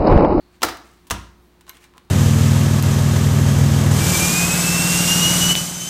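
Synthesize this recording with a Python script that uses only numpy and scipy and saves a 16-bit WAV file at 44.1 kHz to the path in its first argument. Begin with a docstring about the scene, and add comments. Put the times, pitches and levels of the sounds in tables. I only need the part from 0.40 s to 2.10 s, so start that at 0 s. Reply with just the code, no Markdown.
"""A palm twice whacks the back of a towel-covered knife, driving it through a lobster onto a board.
Each blow is a soft slap, a crunch of shell and a knock of wood; the second goes through and thumps
the counter harder. Then the towel is pulled off, and blade and shell tick.
The small kitchen echoes briefly over the low hum of an appliance."""
import sys
import numpy as np
from scipy import signal
from scipy.fft import rfft, irfft
from scipy.io import wavfile
from scipy.ndimage import uniform_filter1d

SR = 44100
rng = np.random.default_rng(int(sys.argv[2]) if len(sys.argv) > 2 else 0)


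def wav_out(sig):
    """Save sig, one row per channel (or a flat mono array), as 16-bit PCM at SR to the path in sys.argv[1]."""
    wavfile.write(sys.argv[1], SR, np.round(np.clip(np.atleast_2d(sig).T, -1, 1) * 32767).astype(np.int16))


N = 74970
T = np.arange(N) / SR

# the blade drives into the board: (time [s], knock [dB], contact time [s], counter thump [dB])
KNOCKS = [(0.2331, -19, 0.00032, -36.5), (0.7091, -26.5, 0.00024, -25)]


def from_db(db):
    """Turn decibels into a number to multiply by."""
    return 10 ** (np.asarray(db) / 20)


def unit_power(x):
    """Scale a sound so that its average power is one."""
    return x / np.sqrt(np.mean(x ** 2) + 1e-20)


def at_hz(points, hz):
    """Read between the rows of a table, with octaves evenly spaced."""
    freqs, values = np.transpose(points)
    return np.interp(np.log(np.maximum(hz, 1)), np.log(freqs), values)


def colour(x, spectrum, tilt_db=0):
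    """Even out a noise, then give it a tone colour; a positive tilt makes it brighter."""
    size, even_over_hz = 4096, 300
    hz = np.maximum(np.fft.rfftfreq(size, 1 / SR), 10)
    smoothed = uniform_filter1d(np.abs(rfft(x)) ** 2, int(even_over_hz * len(x) / SR))
    own_power = np.interp(hz, np.fft.rfftfreq(len(x), 1 / SR), smoothed)
    wanted_db = at_hz(spectrum, hz) + tilt_db * np.log2(np.maximum(hz, spectrum[1][0]))
    gain = from_db(wanted_db) / np.sqrt(own_power + 1e-12)
    # a minimum-phase filter, so nothing sounds ahead of a hit
    cepstrum = irfft(np.log(gain))
    cepstrum[1:size // 2] *= 2
    cepstrum[size // 2 + 1:] = 0
    return signal.fftconvolve(x, irfft(np.exp(rfft(cepstrum))))[:len(x)]


def bursts(events, spectrum, per_s, spread_db):
    """Each event is a swarm of tiny snaps that swells and dies away."""
    size = 24576
    out, age = np.zeros(N + size), np.arange(size) / SR
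    for time, db, rise, decay, tilt_db in events:
        signs = rng.choice([-1, 1], size)
        strengths = signs * from_db(spread_db * np.minimum(rng.exponential(1, size), 4))
        snaps = (rng.random(size) < per_s / SR) * strengths
        swell = np.minimum(age / rise, 1) * np.exp(-np.clip((age - rise) / decay, 0, 20))
        burst = unit_power(colour(snaps * swell, spectrum, tilt_db))
        start = int(time * SR)
        out[start:start + size] += from_db(db) * np.sqrt(np.mean(swell ** 2)) * burst
    return out[:N]


def ring(tones, time, contact_s):
    """A struck object sounds its own tones; each falls by 60 dB over its ring time."""
    age = np.maximum(T - time, 0)
    out = sum((-1) ** k * from_db(db - 60 * age / ring_s) * np.sin(2 * np.pi * hz * age)
              for k, (hz, db, ring_s) in enumerate(tones))
    return out * (1 - np.exp(-age / contact_s))


def tap(tones, touches):
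    """Light, hard touches set an object ringing."""
    return sum(from_db(db) * ring(tones, time, contact_s=0.00043) for time, db in touches)


def background():
    """Room air, the hum of an appliance and a thin hiss that fades out."""
    # hum tones, and the colours of hiss and air: (frequency [Hz], level [dB])
    hum_tones = [(59.2, -62), (174, -67.5), (355.5, -62.5)]
    hiss_colour = [(3500, -30), (4200, -2.5), (4550, -2.5), (5300, -31)]
    air_colour = [(15, -9.5), (25, -11), (76, 0), (123, -6), (200, -2.5), (309, -4), (363, -6), (489, -13),
                  (575, -14), (1190, -12.5), (1370, -17), (1560, -16.5), (2990, -22), (4370, -21.5),
                  (4870, -26.5), (11600, -33), (16000, -31)]
    hiss_db, hiss_fade_s, air_db = -67.5, 0.18, -57
    hum = sum(from_db(db) * np.sqrt(2) * np.sin(2 * np.pi * (hz * T + rng.random()))
              for hz, db in hum_tones)
    hiss = unit_power(colour(rng.standard_normal(N), hiss_colour)) * np.exp(-T / hiss_fade_s)
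    air = unit_power(colour(rng.standard_normal(N), air_colour))
    return hum + from_db(hiss_db) * hiss + from_db(air_db) * air


def kitchen(x):
    """Sound bounces off counter and cupboards, then blurs into an echo that lasts longest in the bass."""
    # colours of the first bounces and of the echo's tail: (frequency [Hz], level [dB])
    early_colour = [(100, -9.5), (400, 5), (1200, 2), (5000, -4), (15000, -3)]
    tail_colour = [(60, -2), (150, 0), (300, 0), (600, -3.5), (1000, -6), (2000, -4), (4000, -6),
                   (6500, -11), (10000, -13), (15000, -15)]
    # how long the tail lasts: (frequency [Hz], ring time [s])
    ring_times = [(100, 0.65), (400, 0.46), (1200, 0.53), (3000, 0.38), (6000, 0.47), (10000, 0.36),
                  (15000, 0.44)]
    delay_s, build_s = 0.00075, 0.0024
    early_db, early_decay_s, early_per_s = -8.5, 0.022, 2500
    age = np.maximum(T - delay_s, 0)
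    edges_hz = np.geomspace(45, 17000, 18)
    noise, response = rng.choice([-1., 1.], (2, N)), np.zeros(N)
    for k, (low, high) in enumerate(zip(edges_hz, edges_hz[1:])):
        hz = np.sqrt(low * high)
        band = signal.sosfilt(signal.butter(2, [low, high], "band", fs=SR, output="sos"), noise[k % 2])
        power = uniform_filter1d(band ** 2, int(SR * max(.006, 3 / (high - low))))
        steady = band / np.sqrt(np.abs(power) + 1e-12)
        tail = steady * from_db(-60 * age / at_hz(ring_times, hz)) * (1 - np.exp(-age / build_s))
        band_share = np.sqrt(2 * (high - low) / SR / N)
        response += from_db(at_hz(tail_colour, hz)) * unit_power(tail) * band_share
    bounces = rng.standard_normal(N) * (rng.random(N) < early_per_s / SR) * (age > 0)
    early = colour(bounces * np.exp(-age / early_decay_s), early_colour)
    response += from_db(early_db) * unit_power(early) / np.sqrt(N)
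    return signal.fftconvolve(x, response)[:N]


def rubbing():
    """The towel slides, and loose shell scuffs on the board."""
    # each rub: (time [s], level [dB], rise [s], decay [s], tilt [dB/octave])
    rustles = [(.1, -61, 0.059, 0.013, 2), (.44, -57, 0.0074, 0.13, 3), (.93, -64.5, 0.1, 0.14, 14),
               (1.32, -53, 0.031, 0.037, 0), (1.395, -51, 0.049, 0.018, 1.9)]
    scuffs = [(1.273, -48, 0.015, 0.0085, 3), (1.34, -59, 0.013, 0.012, 7),
              (1.55, -52.5, 0.018, 0.0089, -1.5)]
    # their colours: (frequency [Hz], level [dB])
    cloth_colour = [(150, -7.5), (500, 4), (1000, 0), (2200, 6.5), (4000, -4.5), (8000, -6), (13000, -16.5),
                    (16000, -16)]
    scuff_colour = [(150, -21), (550, 5), (850, 3), (1100, 6), (1600, 1), (3000, -15), (8000, -12),
                    (15000, -28)]
    return sum(bursts(events, spectrum, per_s=6000, spread_db=3.5)
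               for events, spectrum in [(rustles, cloth_colour), (scuffs, scuff_colour)])


def ticking():
    """Blade and shell tick, and the hollow tail snaps as the towel comes off."""
    # each click: (time [s], level [dB], rise [s], decay [s], tilt [dB/octave])
    ticks = [(.371, -36.5, 0.00023, 0.0022, 2), (.669, -45, 0.00057, 0.0097, 4),
             (1.209, -45, 0.00057, 0.0038, 2.2), (1.2665, -47.5, 0.00055, 0.0041, -1),
             (1.279, -41, 0.00063, 0.0014, -4), (1.295, -39.5, 0.0007, 0.0057, -0.5),
             (1.3695, -43, 0.00086, 0.0016, 2), (1.3787, -52, 0.00036, 0.0011, 6),
             (1.4095, -51, .0005, .0015, 5), (1.441, -44, 0.0011, 0.0011, 3.5),
             (1.4515, -56, .0004, .001, 18), (1.5375, -48, 0.00037, 0.0026, -4),
             (1.5715, -49, 0.00043, 0.0014, 4.5), (1.5795, -35, 0.00033, 0.0013, -0.8),
             (1.649, -57.5, 0.00065, 0.0016, 3)]
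    snaps = [(1.2942, -22.5, 0.0001, 0.00058, 1.5)]
    # their colours: (frequency [Hz], level [dB])
    tick_colour = [(200, -22), (750, 0.5), (1050, 12.5), (1700, 7.5), (2200, 5.5), (3000, 8.5), (6000, 0),
                   (9500, 0.5), (13000, -9.5), (16000, -2.5)]
    snap_colour = [(300, -32), (1000, -9), (4000, -0.5), (9300, -2), (10600, -12), (11600, 6), (12800, 5.5),
                   (14000, -2), (15500, -12)]
    return sum(bursts(events, spectrum, per_s=17000, spread_db=0.5)
               for events, spectrum in [(ticks, tick_colour), (snaps, snap_colour)])


def rocking_lobster():
    """The hollow shell rings, thin legs click against the body and the lobster taps the board."""
    # how each part rings: (frequency [Hz], level [dB], ring time [s])
    shell_tones = [(1042, -2.5, 0.15), (1115, -5, 0.069), (1518, -1.5, 0.088), (1854, -4.5, 0.038),
                   (2136, -2, 0.057), (2240, 1, 0.03), (2850, -5, 0.12), (3420, -11, 0.042),
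                   (3990, 4.5, 0.039), (6300, 3, 0.03)]
    leg_tones = [(3190, -3, 0.02), (3400, -1.5, 0.024), (9130, -3.5, 0.023)]
    wood_tones = [(835, -2.5, 0.02), (991, 2, 0.033), (1270, 2, 0.023), (1460, -4, .02)]
    # when each is touched: (time [s], level [dB])
    shell_touches = [(1.2102, -67), (1.279, -56), (1.296, -43.5), (1.443, -56)]
    leg_touches = [(1.346, -48), (1.3684, -43)]
    wood_touches = [(1.2095, -54), (1.539, -64), (1.5465, -51), (1.5635, -50.5), (1.582, -53)]
    return tap(shell_tones, shell_touches) + tap(leg_tones, leg_touches) + tap(wood_tones, wood_touches)


def blade():
    """The steel rings faintly just before the second blow, then louder with it."""
    # the blade's ring: (frequency [Hz], level [dB], ring time [s])
    tones = [(961, 3, 0.26), (1098, -1.5, 0.12), (2250, -24, 0.21), (3000, -11, 0.22), (3820, -12, 0.16),
             (5640, -21, .13), (6150, -8.5, 0.19), (6550, 2.5, 0.048)]
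    # what sets it off: (time [s], level [dB])
    touches = [(.669, -60.5), (0.7142, -34.5)]
    return tap(tones, touches)


def counter():
    """The counter booms under the board, which passes on each blow as a slower push."""
    # the counter's ring: (frequency [Hz], level [dB], ring time [s])
    tones = [(59.4, -2, 0.55), (89.1, -3.5, 0.42), (108, -6.5, 0.37), (150.9, -14, 0.5), (175.3, -12, 0.56),
             (209.2, -8, 0.42)]
    return sum(from_db(db) * ring(tones, time, contact_s=0.0047) for time, _, _, db in KNOCKS)


def board():
    """The wood knocks under the blade."""
    # the board's ring: (frequency [Hz], level [dB], ring time [s])
    tones = [(272.3, -13, 0.32), (307.3, -9, 0.19), (343, -7.5, 0.18), (398, -16.5, 0.074),
             (461, -8.5, 0.11), (533, -12.5, 0.091), (671.4, -8.5, .13), (732, -5, 0.0773),
             (870, -13, 0.137), (921, -19.5, 0.58), (1216, 3.5, 0.04), (1378, 2, 0.09), (1727, -7, 0.058),
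             (3940, -20, 0.049), (4860, -7.5, 0.035)]
    return sum(from_db(db) * ring(tones, time, contact_s) for time, db, contact_s, _ in KNOCKS)


def blows():
    """The palm slaps the towel, then the shell gives way under the blade in many tiny cracks."""
    # each slap and crunch: (time [s], level [dB], rise [s], decay [s], tilt [dB/octave])
    slaps = [(.2098, -48, 0.0011, .003, 1), (.2188, -19.5, 0.0016, 0.0021, -0.5),
             (.7005, -21, 0.00035, 0.0024, 3.5)]
    crunches = [(0.2288, -17, 0.0011, 0.0089, 3.5), (0.231, -6, 0.0018, 0.0013, 0.35),
                (0.234, -9.5, 0.00057, 0.0013, 0.5), (0.2349, -19, 0.00081, 0.0043, -4.5),
                (0.24, -28, 0.0035, 0.002, 3.5), (0.2481, -22.5, 0.0005, 0.0036, 5),
                (0.283, -24, 0.0046, 0.0084, -1), (0.7079, -12.5, 0.00018, 0.0031, -0.2),
                (0.712, -14, 0.0022, 0.0011, 1.5)]
    # colours of the palm, the whole shell and the split shell: (frequency [Hz], level [dB])
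    palm = [(100, -16.5), (300, 8), (520, -5), (950, 7.5), (1450, -2.5), (2000, -7.5), (3100, 4),
            (4500, -8.5), (6000, -5.5), (10000, -17), (15500, -13)]
    whole_shell = [(100, -18.5), (250, -2.5), (500, 1), (720, 6), (1080, 4), (1260, 11.5), (1530, 2),
                   (1750, 3.5), (2150, 1.5), (2500, -2.5), (3300, -1.5), (3950, 0.5), (4450, -1),
                   (5000, 1.5), (6200, -4), (8000, -5.5), (10000, -9.5), (15500, -11.5)]
    split_shell = [(100, 2.5), (250, -0.5), (450, -1), (580, -0.5), (730, 3), (850, 2), (1050, 9),
                   (1370, 5), (1620, 1.5), (1880, 4.5), (2200, -2.5), (2720, 0.5), (3800, -2), (4800, -5),
                   (6100, 0), (7200, -5), (9000, -4), (11500, -12), (15500, -15)]
    between_blows_s = .5
    first = [row for row in crunches if row[0] < between_blows_s]
    second = [row for row in crunches if row[0] >= between_blows_s]
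    return sum(bursts(events, spectrum, per_s=14000, spread_db=2.0)
               for events, spectrum in [(slaps, palm), (first, whole_shell), (second, split_shell)])


def scene():
    """The blows, ringing wood and steel, and small handling sounds, all in the kitchen."""
    ringing_echo_db, handling_echo_db, directions = -9, -2.5, 4
    crunch = blows()
    ringing = board() + blade()
    handling = ticking() + rubbing() + rocking_lobster()
    # a crunch sounds different in each direction, and each direction has its own echo
    echo = sum(kitchen(blows()) for _ in range(directions)) / np.sqrt(directions)
    echo += kitchen(from_db(ringing_echo_db) * ringing + from_db(handling_echo_db) * handling)
    return (crunch + ringing + counter() + handling + echo + background())[None]


def record(dry):
    """Round off the loudest peaks and cut the highest treble."""
    ceiling, cutoff_hz = 1.2, 16000
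    rounded = ceiling * np.tanh(dry / ceiling)
    return signal.sosfilt(signal.ellip(10, .2, 80, cutoff_hz, fs=SR, output="sos"), rounded)


dry = scene()
out = record(dry)
wav_out(out)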